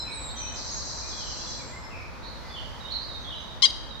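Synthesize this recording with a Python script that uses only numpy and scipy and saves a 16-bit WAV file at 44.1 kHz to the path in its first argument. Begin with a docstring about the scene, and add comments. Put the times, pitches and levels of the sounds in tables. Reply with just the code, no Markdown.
"""A woodland pond over a low, distant rumble and rush. From the start small birds whistle, warble and
chirp in the trees, their gliding tones smeared by the wood. Half a second in, a tit's thin whistles run
into a fast trill, with a few faint falling chips beneath its second half; the others sing on farther off.
Near the end a swimming coot gives one short, sharp call close by, a raspy yelp rung through its throat,
and the far bank echoes."""
import sys
import numpy as np
from scipy import signal
from scipy.fft import rfft, irfft, next_fast_len
from scipy.io import wavfile
from scipy.ndimage import uniform_filter1d, minimum_filter1d, map_coordinates

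SR = 44100
rng = np.random.default_rng(int(sys.argv[2]) if len(sys.argv) > 2 else 0)


def materialize(psi):
    """Save the field psi as 16-bit PCM at rate SR to the path in sys.argv[1].

    A 1-D psi becomes a single channel; in a 2-D psi each row is a channel.
    """
    bounded = np.clip(np.atleast_2d(psi).T, -1, 1)
    quanta = np.round(bounded * 32767).astype(np.int16)
    wavfile.write(sys.argv[1], SR, quanta)


N = 176400


def amp(db):
    """Decibels to gain."""
    return 10 ** (np.asarray(db) / 20)


def unit(x):
    """x scaled to rms 1."""
    return x / np.sqrt(np.mean(x ** 2) + 1e-20)


def along(points, hz):
    """Read (hz, value) points on a log frequency axis."""
    knots_hz, values = np.transpose(points)
    return np.interp(np.log(hz + 1), np.log(knots_hz + 1), values)


def curve(points):
    """An automation line through (time_s, value) points, one value a sample."""
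    return np.interp(np.arange(N) / SR, *np.transpose(points))


def wobble(rate, size):
    """A smooth random curve, rate knots a second."""
    return map_coordinates(rng.standard_normal(2048), [np.arange(size) * rate / SR], mode="wrap")


def filtered(x, response):
    """x through a complex frequency response."""
    size = x.shape[-1]
    padded = next_fast_len(size + 8192)
    return irfft(rfft(x, padded) * response(np.fft.rfftfreq(padded, 1 / SR)), padded)[..., :size]


def add(out, start_s, x):
    """Mix x into out from start_s."""
    i = round(start_s * SR)
    x = x[:, max(-i, 0):max(N - i, 0)]
    out[:, max(i, 0):][:, :x.shape[1]] += x


def sides(pan_db):
    """Left and right gains; pan_db is left minus right."""
    return amp(np.array([[.5], [-.5]]) * pan_db)


def rush(spectrum):
    """Steady, wide stereo noise of rms 1, shaped by a spectrum."""
    # How alike the two sides are: frequency_hz, correlation
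    likeness = [(30, -0.69), (80, -0.049), (170, 0.14), (330, 0.24), (650, 0.47), (1400, 0.23),
                (3000, 0.38), (8000, -0.012)]

    def mid_side_gains(hz):
        width = np.arccos(np.clip(along(likeness, hz), -1, 1)) / 2
        return amp(along(spectrum, hz)) * [np.cos(width), np.sin(width)]

    mid, side = filtered(rng.standard_normal((2, N)), mid_side_gains)
    return unit(np.array([mid + side, mid - side]))


def open_air():
    """The bed: distant rumble and rush, with a faint hiss on top."""
    # Tone colour of each layer: frequency_hz, relative_db
    rumble_spectrum = [(15, -42), (25, -2.5), (54, 4.5), (91, -4.5), (155, -9), (192, -12), (226, -9),
                       (323, -14), (446, -16), (514, -12), (790, -16), (864, -10.5), (1800, -19.5),
                       (2340, -37), (3960, -120)]
    hiss_spectrum = [(1500, -41), (1900, 0.5), (2800, -6.5), (4500, -3), (6300, -10), (8000, -21),
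                     (10000, -22.5), (15500, -27.5)]
    # Slow level ride of each layer: time_s, level_db
    rumble_ride = [(0, -39), (1.3, -39.5), (1.7, -40), (2.8, -40), (3.6, -41)]
    hiss_ride = [(0, -51.5), (2.2, -53), (2.5, -50), (3.4, -52), (4, -55)]
    return amp(curve(rumble_ride)) * rush(rumble_spectrum) + amp(curve(hiss_ride)) * rush(hiss_spectrum)


def wood_tail(build_s=0.016):
    """The wood's stereo reverb, energy 1 a side: it blooms, and the top end dies first."""
    # Decay time of the wood: frequency_hz, t60_s
    decay_times = [(500, 0.64), (3000, 1.11), (5000, 0.75), (8000, 0.87), (14000, 0.37)]
    hz, t, noise = signal.stft(rng.standard_normal((2, SR)), SR, nperseg=256)
    decay = amp(-60 * t / along(decay_times, hz)[:, None])
    bloom = 1 - np.exp(-t / build_s)
    response = signal.istft(noise * decay * bloom, SR, nperseg=256)[1][:, :SR]
    return unit(response) / np.sqrt(SR)


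def scatter(t60_s):
    """Diffuse stereo reflections from things nearby, energy 1 a side."""
    decay = amp(-60 * np.arange(SR) / SR / t60_s)
    return unit(rng.standard_normal((2, SR)) * decay) / np.sqrt(SR)


def trees(direct_db, thicket_db=1.5):
    """The path from a songbird: the wood's tail, with direct sound and thicket scatter set against it."""
    path = wood_tail() + amp(thicket_db) * scatter(t60_s=0.19)
    path[:, 0] += amp(direct_db)
    return path


def note(path, length_s, pitches, level_db, pan_db=0, warble=0, waver=0.0084, fade_share=0.6):
    """A pure tone gliding through three pitches, heard down a path; warble is vibrato, waver is random."""
    size, warble_hz = int(length_s * SR), 69.76
    progress = np.linspace(0, 1, size)
    glide_hz = np.polyval(np.polyfit([0, .5, 1], pitches, 2), progress)
    vibrato = warble * np.sin(2 * np.pi * warble_hz * progress * length_s)
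    hz = glide_hz * (1 + waver * wobble(151.9, size) + vibrato)
    tone = np.sin(2 * np.pi * np.cumsum(hz) / SR) * signal.windows.tukey(size, fade_share)
    heard = signal.fftconvolve(tone[None], path, axes=1)
    # The level counts the reverb too, as if all the energy fell within the note plus 50 ms.
    loudness = np.sqrt(np.sum(heard ** 2, axis=1, keepdims=True) / (size + SR / 20))
    return heard / loudness * amp(level_db) * sides(pan_db)


def whistles_and_warbles(far_below_hz=2800):
    """Smooth and fluttering notes from the trees; the lowest voices sit farthest off, mostly reverb."""
    # Songbird notes: start_s, length_s, start_hz, middle_hz, end_hz, level_db, pan_db
    whistles = [(-.1, 0.12, 7970, 7640, 6920, -50.5, 0), (-.06, 0.12, 4185, 4047, 3953, -37.5, 0.5),
                (-.03, 0.072, 5270, 5260, 5170, -44.5, -2), (0.092, 0.13, 3957, 3880, 3900, -46.5, -6),
                (0.08, 0.26, 8540, 7756, 7340, -45, 1), (0.224, 0.093, 3950, 3786, 3715, -45, -6),
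                (0.32, 0.21, 3250, 3130, 2900, -52.5, -9), (0.352, .125, 6120, 5935, 5955, -38.5, 2),
                (.35, 0.14, 2250, 2493, 2555, -50.5, -3), (0.704, 0.047, 6320, 6580, 6530, -38, -2),
                (1.0, 0.071, 2240, 2420, 2420, -52.5, -3), (1.56, 0.08, 2430, 2350, 2020, -52, -3),
                (1.71, 0.085, 1960, 2083, 2075, -47.5, 1), (1.815, 0.055, 5380, 5240, 5270, -54.5, 6.5),
                (1.92, 0.18, 5280, 5320, 5280, -63.5, 4), (2.417, 0.096, 2070, 2036, 1910, -54.5, -3),
                (2.49, 0.077, 3470, 3490, 3394, -46.5, -3), (2.79, 0.12, 3884, 3736, 3760, -44.5, -9),
                (2.838, 0.088, 2740, 3140, 3670, -51, -5), (3.075, 0.11, 3930, 3764, 3774, -42.5, -6),
                (3.2, 0.05, 6150, 6240, 6200, -62, 3), (3.332, 0.1, 3980, 3863, 3800, -45, -5),
                (3.385, 0.05, 6250, 6160, 6130, -60, 2), (3.46, 0.11, 3750, 3674, 3720, -51, 2),
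                (3.889, 0.094, 4030, 3730, 3870, -44.5, -7)]
    warbles = [(0.044, 0.091, 2664, 2382, 2180, -45.5, -4.5), (1.88, 0.18, 2744, 2450, 2287, -46.5, -0.5),
               (2.21, 0.124, 3840, 4180, 4070, -47.5, -7.5), (2.32, 0.079, 4150, 3850, 3410, -55.5, 3),
               (2.426, 0.22, 4750, 4590, 4410, -55.5, -9), (2.548, 0.06, 3420, 3052, 3190, -42, -7.5),
               (2.892, 0.097, 3980, 4120, 4067, -34.5, -7), (2.99, 0.083, 4200, 4420, 4230, -44.5, -2),
               (3.23, 0.099, 3380, 3477, 3480, -41.5, -4.5), (3.292, 0.09, 3400, 3004, 3230, -44, -6)]
    out, far = np.zeros((2, N)), trees(direct_db=-7)
    for notes, warble, waver in [(whistles, 0, .007), (warbles, 0.056, .022)]:
        near = trees(direct_db=-1)
        for start_s, length_s, *pitches, level_db, pan_db in notes:
            path = far if pitches[1] < far_below_hz else near
            add(out, start_s, note(path, length_s, pitches, level_db, pan_db, warble, waver))
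    return out


def rising_chirps(length_s=.048, sweep_hz=(3053, 4060, 4340)):
    """A small bird repeats one upward sweep, never quite the same twice."""
    # The run of chirps: start_s, level_db
    chirps = [(.104, -45.5), (0.191, -51.5), (.277, -46.5), (.363, -46), (.448, -45), (.533, -49),
              (0.618, -51)]
    out, path = np.zeros((2, N)), trees(direct_db=-2)
    for start_s, level_db in chirps:
        add(out, start_s, note(path, length_s, sweep_hz, level_db, pan_db=-3, waver=.03))
    return out


def falling_chips(length_s=0.0287):
    """A small bird's quick, faint chips, each a straight slide down."""
    # The run of chips: start_s, start_hz, end_hz, level_db
    chips = [(1.11, 3700, 3120, -49), (1.15, 3600, 3170, -49), (1.196, 3320, 2920, -47.5),
             (1.25, 3280, 2720, -51), (1.296, 3300, 2750, -51), (1.349, 2764, 2660, -54),
             (1.385, 3530, 3200, -52), (1.457, 3610, 3300, -49)]
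    out, path = np.zeros((2, N)), trees(direct_db=-3)
    for start_s, start_hz, end_hz, level_db in chips:
        add(out, start_s, note(path, length_s, np.linspace(start_hz, end_hz, 3), level_db, pan_db=-3))
    return out


def tit_trill(first_s=.542, step_s=.1035, top_count=12, sweep_count=10):
    """A tit repeats a thin top note and a steep down-sweep, ending on top notes; the wood fills the gaps."""
    top_s, top_hz, top_lead_s = 0.0287, (7600, 7464, 7270), 0.026
    sweep_s, sweep_hz = 0.042, (6670, 4980, 3850)
    out, path = np.zeros((2, N)), trees(direct_db=-12, thicket_db=-9)
    for k in range(top_count):
        start_s = first_s + k * step_s
        add(out, start_s - top_lead_s, note(path, top_s, top_hz, level_db=-51, fade_share=0.095))
        if k < sweep_count:
            level_db = -36.5 - 0.07 * k
            sweep = note(path, sweep_s, sweep_hz, level_db, pan_db=0.5, waver=0.007, fade_share=0.086)
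            add(out, start_s, sweep)
    return out


def throat(x, size=2048):
    """x rung through the coot's fixed resonances, at rms 1."""
    # Formants of throat and bill: frequency_hz, relative_db
    formants = [(600, -40), (1080, -15), (2150, -14.5), (2750, -13.5), (3200, 1.5), (3550, -3.5), (3950, 3),
                (4350, -7.5), (4750, 2), (5350, -10.5), (6450, -13), (7500, -27), (8600, -22.5),
                (9700, -24.5), (11000, -66), (13300, -35), (15500, -67)]
    cepstrum = irfft(np.log(amp(along(formants, np.fft.rfftfreq(size, 1 / SR)))))
    # Minimum phase: the ringing comes only after each pulse.
    cepstrum[1:size // 2] *= 2
    cepstrum[size // 2 + 1:] = 0
    ring = irfft(np.exp(rfft(cepstrum)))
    return unit(signal.fftconvolve(x, ring)[:len(x)])


def coot_call(jitter=0.0054, top_rasp_db=-29.5, rasp_db_per_hz=0.265):
    """Start time and dry sound of one arched, harmonic yelp, raspy where the pitch is low."""
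    # Contour of the yelp: time_s, pitch_hz, level_db
    contour = [(3.6208, 875, -47), (3.6211, 896, -25), (3.6247, 976, -24), (3.6251, 987, -12),
               (3.63, 1041, -19.5), (3.641, 1088, -12), (3.650, 1063, -13), (3.655, 952, -8.5),
               (3.659, 957, -12.5), (3.663, 890, -30), (3.668, 860, -51)]
    time_s, pitch_hz, level_db = np.transpose(contour)
    t = np.arange(time_s[0], time_s[-1], 1 / SR)
    hz = np.interp(t, time_s, pitch_hz) * (1 + jitter * wobble(927, len(t)))
    phase = 2 * np.pi * np.cumsum(hz) / SR
    voice = throat(sum(np.cos(k * phase) for k in range(1, 15)))
    rasp = throat(rng.standard_normal(len(t)) * (1 + np.cos(phase)))
    rasp_gain = amp(np.minimum(top_rasp_db + rasp_db_per_hz * (pitch_hz.max() - hz), 0))
    yelp = (voice + rasp_gain * rasp) / np.hypot(1, rasp_gain) * amp(np.interp(t, time_s, level_db))
    # A crack as the voice breaks out.
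    crack_start_s, crack_db, crack_t60_s = 3.6252, -41, .012
    age_s = np.maximum(t - crack_start_s, 0)
    crack = (age_s > 0) * amp(crack_db - 60 * age_s / crack_t60_s) * rng.standard_normal(len(t))
    return time_s[0], yelp + crack


def coot(left_lead_s=0.000256, wood_db=-21, near_db=-7.5, bank_delay_s=.051, bank_db=-23.5):
    """The call close on the left, with nearby scatter, the wood's tail and a slap off the far bank."""
    # Placement of the direct sound: frequency_hz, pan_db
    placement = [(1000, 10.5), (2400, 12.5), (4200, 9.5), (8000, 11), (15000, -8)]

    def to_ears(hz):
        time_shift = np.exp(np.array([[1j], [-1j]]) * np.pi * hz * left_lead_s)
        return sides(along(placement, hz)) * time_shift

    start_s, call = coot_call()
    reverb = amp(wood_db) * wood_tail() + amp(near_db) * scatter(t60_s=0.063)
    out = np.zeros((2, N))
    add(out, start_s, filtered(call, to_ears))
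    add(out, start_s, signal.fftconvolve(call[None], reverb, axes=1))
    add(out, start_s + bank_delay_s, amp(bank_db) * call[None])
    return out


def scene():
    """The coot up front, the songbirds behind it, the open air underneath."""
    return coot() + whistles_and_warbles() + rising_chirps() + falling_chips() + tit_trill() + open_air()


def record(dry):
    """A fast limiter holds down the peaks, then a steep low-pass trims the very top."""
    ceiling, window_s, cutoff_hz = .8, .002, 15760
    size = int(window_s * SR)
    needed = ceiling / np.maximum(np.abs(dry).max(axis=0), ceiling)
    gain = uniform_filter1d(minimum_filter1d(needed, 2 * size), size)
    return filtered(dry * gain, lambda hz: hz < cutoff_hz)


dry = scene()
out = record(dry)
materialize(out)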